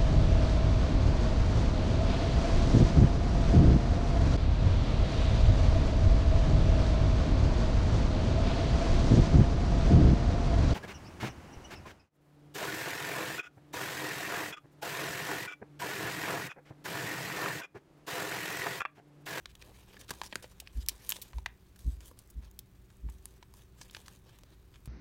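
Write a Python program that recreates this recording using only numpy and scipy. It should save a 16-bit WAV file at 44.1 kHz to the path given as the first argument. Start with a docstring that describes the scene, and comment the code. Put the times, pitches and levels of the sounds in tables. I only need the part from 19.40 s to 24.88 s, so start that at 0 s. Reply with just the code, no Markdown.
"""At a table in a quiet room, fingernails pick at the corner of a small sticky sheet, heard close up.
The stiff film snaps as a nail slips off its edge. Nails scrape, fingertips slide over the backing,
the film crinkles and threads of glue let go with tiny ticks. Hard flicks knock the table, and it booms
low when the hands softly bump it. Faint rumble and hum lie under it all."""
import sys
import numpy as np
from scipy import signal
from scipy.fft import rfft, irfft, next_fast_len
from scipy.io import wavfile
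from scipy.ndimage import uniform_filter1d, map_coordinates

SR = 44100
rng = np.random.default_rng(int(sys.argv[2]) if len(sys.argv) > 2 else 0)


def int16_out(signal):
    """Quantize to a 16-bit WAV file."""
    q = np.round(np.clip(np.atleast_2d(signal).T, -1, 1) * 32767)
    wavfile.write(sys.argv[1], SR, q.astype(np.int16))


N = 241484  # about 5.5 seconds
TOP_HZ = 16100  # upper edge of the treble


def amp(db):
    """Turn decibels into a number to multiply by."""
    return 10 ** (np.asarray(db) / 20)


def unit(x):
    """Scale a sound so that its average (rms) level is 1."""
    return x / np.sqrt(np.mean(x ** 2) + 1e-20)


def along(points, hz):
    """Read between (Hz, value) points, with octaves evenly spaced."""
    point_hz, values = np.transpose(points)
    return np.interp(np.log(hz + 1), np.log(point_hz + 1), values)


def wobble(rate):
    """A smooth random curve that passes through `rate` new values a second."""
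    values = rng.standard_normal(int(N * rate / SR) + 4)
    return map_coordinates(values, [np.arange(N) * rate / SR])


def filtered(x, response):
    """Change a sound's tone: `response` gives the gain at each frequency."""
    size = next_fast_len(len(x) + 8192)
    hz = np.fft.rfftfreq(size, 1 / SR) + 1
    return irfft(rfft(x, size) * response(hz), size)[:len(x)]


def causal(x, response, size=4096):
    """Change a short sound's tone so that nothing rings before its start."""
    hz = np.fft.rfftfreq(size, 1 / SR) + 1
    cepstrum = irfft(np.log(np.maximum(response(hz), 1e-6)))
    # move the filter's early ringing to after the start
    cepstrum[1:size // 2] *= 2
    cepstrum[size // 2 + 1:] = 0
    return irfft(rfft(x, size) * np.exp(rfft(cepstrum)))


def friction(count, rate, spread_db, share):
    """Surfaces catch and slip `rate` times a second; `share` is the catches' part of the energy."""
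    catches = (rng.random(count) < rate / SR) * rng.choice([-1, 1], count)
    sizes = amp(spread_db * np.minimum(rng.exponential(size=count), 3))
    sliding = rng.standard_normal(count)
    return np.sqrt(share) * unit(catches * sizes) + np.sqrt(1 - share) * sliding


def film(hz, low_hz, high_hz, leak_db=-22):
    """A flap of film sounds mostly between two frequencies: the smaller the flap, the higher they lie."""
    bass_cut = amp(leak_db) + (1 + (low_hz / hz) ** 6) ** -.5
    return bass_cut / np.sqrt(1 + (hz / high_hz) ** 5)


def strike(flutter, tone, share):
    """One crack, holding `share` of the energy, and its flutter are given the same tone."""
    crack = unit(causal(np.ones(1), tone))
    return unit(np.sqrt(share) * crack + np.sqrt(1 - share) * unit(causal(flutter, tone)))


def thud(count, low_hz, high_hz):
    """Dull noise, mostly between two frequencies."""
    noise = rng.standard_normal(count)
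    return unit(filtered(noise, lambda hz: 1 / (1 + (low_hz / hz) ** 3 + (hz / high_hz) ** 4)))


# The tone of the room's rumble and hiss. Each row: frequency in Hz, relative level in dB.
AIR_TONE = [(20, -15.5), (35, -9.5), (54, -0.5), (92, -7.5), (125, -11.5), (160, -14), (230, -20),
            (370, -19.5), (500, -29.5), (900, -32), (2400, -38), (6000, -46.5), (10000, -50), (15500, -42)]
# The steady notes of the hum. Each row: pitch in Hz, level in dB.
HUM_NOTES = [(59, -69), (119, -68.5), (188, -72), (381, -78.5)]
def background(air_db=-59.0, waver_db=2):
    """The room rumbles and hisses faintly, with a wavering hum."""
    t = np.arange(N) / SR
    air = unit(filtered(rng.standard_normal(N), lambda hz: amp(along(AIR_TONE, hz))))
    hum = np.zeros(N)
    for hz, db in HUM_NOTES:
        peak = amp(db + waver_db * wobble(4)) * np.sqrt(2)
        hum += peak * np.sin(2 * np.pi * hz * t + 0.72 * wobble(4))
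    return amp(air_db) * air + hum


# The film snapping off a nail. Each row: start in seconds, level in dB, low and high edge in Hz,
# ring pitch in Hz, ring level in dB above the rest of the snap, seconds for the flutter to fade 60 dB.
SNAPS = [(0.0572, -44.5, 950, 4570, 3380, -9.5, 0.012), (.153, -55.5, 920, 8700, 3200, 0, 0.015),
         (.224, -54, 300, 6700, 2040, -4, 0.011), (0.5432, -57.5, 490, 4280, 517, -2, 0.02),
         (.568, -53.5, 510, 5200, 1720, 11, 0.026), (.612, -52, 1400, 10000, 2800, -14, 0.035),
         (0.692, -47, 300, 7300, 1300, -8, 0.059), (0.7066, -37.5, 590, 10300, 1490, -11, 0.029),
         (0.7096, -43.5, 200, 7000, 400, -1, 0.012), (0.715, -46.5, 300, 7700, 980, 4, .017),
         (0.7366, -53.5, 370, 8900, 910, -3, 0.021), (0.816, -37, 390, 4240, 980, 0, 0.014),
         (0.8353, -46.5, 640, 8360, 1000, -5, 0.043), (0.926, -43, 506, 2800, 2980, -5, .025),
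         (0.9291, -46.5, 300, 3070, 1800, -3, 0.021), (0.9564, -34, 330, 6250, 1510, -8.5, 0.016),
         (1.0253, -51.5, 300, 10000, 494, -9, 0.038), (1.043, -47.5, 308, 3340, 560, 1, 0.03),
         (1.201, -43.5, 2170, 12900, 2900, -9, 0.028), (1.2227, -59.5, 447, 1100, 690, -2, .02),
         (1.274, -49.5, 1660, 3120, 2820, -3, 0.0098), (1.4626, -53, 3200, 17000, 3200, -20, 0.015),
         (1.4866, -27.5, 2940, 16700, 5560, -15, 0.0093), (1.4924, -34.5, 2840, 17000, 2950, -19, 0.023),
         (1.6929, -30, 3000, 17000, 12400, 3, .024), (1.7031, -35.5, 1190, 17000, 7200, 1, 0.018),
         (1.7114, -40, 1190, 17000, 13000, 2, 0.017), (1.7213, -33, 850, 9200, 3060, 0.5, 0.015),
         (1.7597, -49, 300, 9600, 870, -17, 0.058), (1.766, -47.5, 630, 13000, 3600, -2, 0.031),
         (1.786, -58, 300, 1000, 516, 2, .025), (1.8164, -45.5, 3450, 16000, 3870, -7, 0.057),
         (1.8219, -44, 2500, 14000, 14700, 2, 0.045), (1.9324, -54.5, 530, 3380, 1010, 1, 0.023),
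         (1.9839, -50, 490, 5750, 920, 5, 0.017), (2.0605, -33.5, 700, 3940, 1950, 0, 0.018),
         (2.3602, -60.5, 296, 14200, 1580, -12, .03), (2.3905, -58, 790, 17000, 3900, -18, .04),
         (2.6061, -57, 300, 8450, 460, -8, 0.059), (2.7133, -57, 293, 960, 950, -24, 0.021),
         (2.79, -53.5, 2620, 17000, 8730, -3, 0.039), (2.9011, -58, 7350, 14000, 13900, -17, 0.029),
         (3.191, -43, 3500, 17400, 14600, -12, .018), (3.503, -66, 700, 4540, 1300, -6, .018),
         (3.688, -58, 300, 1800, 935, 1, 0.033), (3.8561, -44.5, 550, 17000, 9400, 5, .009),
         (4.027, -54, 500, 3670, 990, -6, 0.02), (4.1395, -58.5, 380, 16900, 1000, -6, 0.012),
         (4.4135, -48, 630, 7000, 6060, -9, 0.03), (4.4981, -58.5, 790, 4120, 3200, 4, .014),
         (4.5104, -57.5, 460, 14000, 4600, -8, .016), (4.5483, -44.5, 1580, 3230, 2900, -16, .018),
         (4.567, -48.5, 300, 5000, 910, -14, 0.014), (4.6603, -57.5, 410, 8300, 3700, -7, 0.053),
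         (4.682, -50, 296, 7600, 1130, -5, 0.017), (4.893, -64, 900, 8000, 1500, -4, 0.026),
         (4.9877, -61, 980, 13100, 1020, -8, 0.018), (5.0353, -59.5, 490, 8050, 560, -4, 0.014),
         (5.4572, -55.5, 436, 16000, 950, -25, .026)]
def snaps(sharpness=6, ring_crack_share=0.66):
    """Each snap is one sharp crack and a brief flutter, which set the flap of film ringing."""
    out, t = np.zeros(N), np.arange(SR // 16) / SR
    for start, db, low_hz, high_hz, ring_hz, ring_db, fade_s in SNAPS:
        flutter = friction(len(t), rate=2500, spread_db=4.5, share=0.73) * amp(-60 * t / fade_s)
        # a quick release has more crack, a slow one is mostly flutter
        crack_share = .8 * np.exp(-fade_s / 0.016)
        band = lambda hz: film(hz, low_hz, high_hz)
        # the flap's free length sets the pitch of its ring
        ring = lambda hz: band(hz) / np.hypot(1, sharpness * (hz / ring_hz - ring_hz / hz))
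        snap = strike(flutter, band, crack_share) + amp(ring_db) * strike(flutter, ring, ring_crack_share)
        # set the level as if all the energy fell in a hundredth of a second
        add(out, start, amp(db) * snap / np.linalg.norm(snap) * np.sqrt(SR / 100))
    return out


# Short nail scrapes. Each row: start in seconds, length in seconds, level in dB, strongest frequency in Hz.
SCRAPES = [(0.087, 0.035, -65, 2760), (0.21, 0.023, -58.5, 2950), (0.233, 0.11, -66.5, 428),
           (0.589, .028, -59.5, 5400), (0.678, 0.025, -55.5, 3480), (0.837, 0.046, -54, 4460),
           (0.895, 0.035, -65, 3500), (1.028, 0.032, -58.5, 3500), (1.058, 0.0072, -66, 870),
           (1.253, 0.035, -68.5, 2600), (1.403, 0.033, -59, 4200), (1.728, 0.046, -61, 6950),
           (1.817, 0.012, -54, 8900), (2.644, 0.054, -61.5, 9300), (2.9, 0.015, -64, 11200),
           (3.039, 0.026, -68.5, 3940), (4.15, 0.06, -69.5, 8000), (4.418, 0.024, -60.5, 4740),
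           (4.526, 0.061, -62.5, 4000), (5.336, 0.034, -64, 2480)]
def scrapes():
    """A nail drags over the film in a brief gritty stroke."""
    out = np.zeros(N)
    for start, length, db, centre_hz in SCRAPES:
        count = int(length * SR)
        grit = friction(count, rate=550, spread_db=1.0, share=0.79) * signal.windows.tukey(count, .5)
        hump = lambda hz: 1 / (1 + np.log(hz / centre_hz) ** 2) ** 1.78
        add(out, start, amp(db) * unit(filtered(grit, hump)))
    return out


# A fingertip's strokes over the backing. Each row: start in seconds, length in seconds,
# relative level in dB, boost for the hiss in dB.
STROKES = [(0.215, 0.067, -65, -2), (0.349, 0.073, -65, -1.5), (.49, .15, -63, -6.5), (0.748, 0.11, -61, 1),
           (0.955, 0.032, -68.5, 5), (1.06, 0.052, -65.5, -1.5), (1.162, 0.15, -70.5, -8),
           (1.353, 0.077, -65.5, 3), (1.496, 0.12, -62.5, -1), (1.654, 0.1, -60.5, 5),
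           (1.80, 0.074, -64, 2), (1.918, 0.076, -69.5, -2), (2.394, 0.14, -69, 4.5),
           (2.634, .045, -65.5, 4), (2.79, 0.047, -71.5, -1), (3.035, 0.019, -67, -9),
           (3.515, 0.028, -77, 2), (3.698, .26, -73.5, 3.5), (4.16, .06, -69, 0), (4.399, 0.06, -65.5, -1),
           (4.535, 0.081, -65.5, 1.5), (4.674, 0.073, -66, -0.5), (4.868, 0.089, -67.5, -5),
           (5.03, 0.1, -73, -11)]
def finger_strokes(press_s=0.039, lift_s=0.058):
    """How strong the rub and the hiss are over time, as a fingertip presses, holds and lifts."""
    t = np.arange(N) / SR
    rub, hiss = amp(-77), amp(-76)  # fingers merely holding the sheet
    for start, length, db, boost_db in STROKES:
        end = start + length
        stroke = amp(db) * np.interp(t, [start - press_s, start, end, end + lift_s], [0, 1, 1, 0])
        rub = np.hypot(rub, stroke)
        hiss = np.hypot(hiss, amp(boost_db) * stroke)
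    return rub, hiss


# The tones of the skin's rub and of its hiss. Each row: frequency in Hz, relative level in dB.
RUB_TONE = [(150, -8.5), (400, -2.5), (1000, -7), (2000, -10), (3700, -9), (6000, -17.5), (9000, -38.5)]
HISS_TONE = [(2500, -34), (4500, -5.5), (7000, -1), (10000, -4.5), (13000, -3), (16000, -11.5)]
def slide(rub_gain, hiss_gain, rub_db=-0.97, hiss_db=-4.5, unsteady_db=2.13):
    """Skin slides over the backing with uneven pressure: a papery rub and a fine sticky hiss."""
    pressure = amp(unsteady_db * wobble(90))
    grain = friction(N, rate=260, spread_db=-1.5, share=0.29)
    rub = unit(filtered(grain, lambda hz: amp(along(RUB_TONE, hz))))
    fizz = friction(N, rate=570, spread_db=1.0, share=0.089)
    hiss = unit(filtered(fizz, lambda hz: amp(along(HISS_TONE, hz))))
    return pressure * (amp(rub_db) * rub_gain * rub + amp(hiss_db) * hiss_gain * hiss)


def film_tick(count, fade_s, low_hz, high_hz):
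    """One tiny click from the film: a burst of noise that dies fast, scaled to a peak of 1."""
    t = np.arange(count) / SR
    burst = rng.standard_normal(count) * amp(-60 * t / fade_s)
    tick = causal(burst, lambda hz: film(hz, low_hz, high_hz))
    return tick / np.abs(tick).max()


def crinkles(hiss_gain, per_second=45, boost_db=12, spread_db=1.0):
    """The sticky film crackles at random, louder while a fingertip moves over it."""
    sizes = amp(spread_db * np.minimum(rng.exponential(size=N), 3))
    cracks = (rng.random(N) < per_second / SR) * sizes * hiss_gain
    tick = film_tick(SR // 100, fade_s=0.0068, low_hz=2200, high_hz=11000)
    return amp(boost_db) * signal.fftconvolve(cracks, tick)[:N]


# Flicks of a nail that jolt the table. Each row: start in seconds, level in dB.
KNOCKS = [(0.707, -43), (0.927, -52.5), (0.956, -47)]
def knocks(fade_s=0.074):
    """A hard flick gives a short dull knock under the snap."""
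    out, t = np.zeros(N), np.arange(SR // 12) / SR
    for start, db in KNOCKS:
        add(out, start, amp(db - 60 * t / fade_s) * thud(len(t), low_hz=95, high_hz=380))
    return out


# The low notes the table rings at. Each row: pitch in Hz, relative level in dB,
# level of the lingering part in dB compared with the swell, seconds to fade 60 dB.
TABLE_NOTES = [(54.9, 1, -12.5, 0.6), (74.9, -13, -2.5, 0.38), (124.8, -26, -13.5, 0.33),
               (171, -35.5, -11, 0.45), (282, -30, -31.5, .15)]
# Hands bumping the table. Each row: start in seconds, relative level in dB,
# length of the push in seconds, level of the skin's brush in dB compared with the push.
BUMPS = [(1.343, -30, .07, -22), (1.93, -34, 0.08, -24), (2.437, -27.5, 0.081, -19.5),
         (2.937, -37, .088, -21), (3.607, -36, .12, -17)]
def bumps(boost_db=1.5):
    """A soft push makes the table's low notes swell, then linger weakly; skin adds a dull brush."""
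    out, t = np.zeros(N), np.arange(SR // 2) / SR
    for start, db, push_s, brush_db in BUMPS:
        progress = np.minimum(t / push_s, 1)
        swell = np.sin(np.pi * progress) ** 2
        boom = np.zeros(len(t))
        for hz, note_db, linger_db, fade_s in TABLE_NOTES:
            linger = progress ** 2 * amp(linger_db - 60 * np.maximum(t - push_s, 0) / fade_s)
            boom += amp(note_db) * (swell + linger) * np.sin(2 * np.pi * hz * t)
        brush = amp(brush_db) * swell * thud(len(t), low_hz=80, high_hz=215)
        add(out, start, amp(db + boost_db) * (boom + brush))
    return out


# Threads of glue breaking. Each row: start in seconds, peak level in dB.
GLUE_TICKS = [(2.7137, -49), (2.823, -52), (2.8394, -57), (2.875, -49), (3.1129, -47), (3.569, -51),
              (3.6997, -46.5), (4.79, -56), (5.1043, -63), (5.405, -57)]
def glue_ticks():
    """Threads of glue let go in tiny bright ticks."""
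    out = np.zeros(N)
    for start, db in GLUE_TICKS:
        add(out, start, amp(db) * film_tick(SR // 50, fade_s=0.0073, low_hz=6500, high_hz=TOP_HZ))
    return out


def add(track, start, sound):
    """Mix a sound into the track, `start` seconds in."""
    first = max(round(start * SR), 0)
    part = track[first:first + len(sound)]
    part += sound[:len(part)]


def shifting_contact(x, depth_db=2.1, size=512):
    """As the touch shifts, random patches of the tone grow louder and softer."""
    spectrum = signal.stft(x, nperseg=size)[2]
    patches = uniform_filter1d(rng.standard_normal(spectrum.shape), size=8, axis=0)  # smooth in pitch
    patches = uniform_filter1d(patches, size=8, axis=1)  # and in time
    return signal.istft(spectrum * amp(depth_db * unit(patches)), nperseg=size)[1][:len(x)]


def table_echo(x, gain=0.24, delay_s=0.001434, dull_hz=2600):
    """Sound from the film's back, opposite in sign, bounces off the table and hollows the middle tones."""
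    echo = lambda hz: gain * np.exp(-2j * np.pi * hz * delay_s) / (1 + (hz / dull_hz) ** 4)
    return filtered(x, lambda hz: 1 - echo(hz))


# How long the room rings. Each row: frequency in Hz, seconds to fade 60 dB.
ROOM_FADE = [(300, 0.25), (2000, 0.24), (7000, 0.11), (15000, 0.11)]
def room_echo(x, dull_hz=6000):
    """The room answers with a short, dull tail whose treble dies first."""
    hz, t, noise = signal.stft(rng.standard_normal(SR // 2), SR, nperseg=256)
    fade = amp(-60 * t / along(ROOM_FADE, hz)[:, None])
    tail = signal.istft(noise * fade, SR, nperseg=256)[1]
    tail = np.pad(tail / np.linalg.norm(tail), (SR // 200, 0))  # arrives 5 ms late
    return filtered(signal.fftconvolve(x, tail)[:N], lambda hz: 1 / np.hypot(1, hz / dull_hz))


def scene(room_db=-19):
    """Mix the nearby sheet, its faint room echo, the table and the background into one channel."""
    rub_gain, hiss_gain = finger_strokes()
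    rubbing = shifting_contact(scrapes() + slide(rub_gain, hiss_gain) + crinkles(hiss_gain))
    sheet = table_echo(snaps() + glue_ticks() + rubbing)
    return (sheet + amp(room_db) * room_echo(sheet) + bumps() + knocks() + background())[None]


def record(dry):
    """Cut away the treble above TOP_HZ."""
    treble_cut = lambda hz: 1 / np.sqrt(1 + (hz / TOP_HZ) ** 120)
    return np.array([filtered(channel, treble_cut) for channel in dry])


dry = scene()
out = record(dry)
int16_out(out)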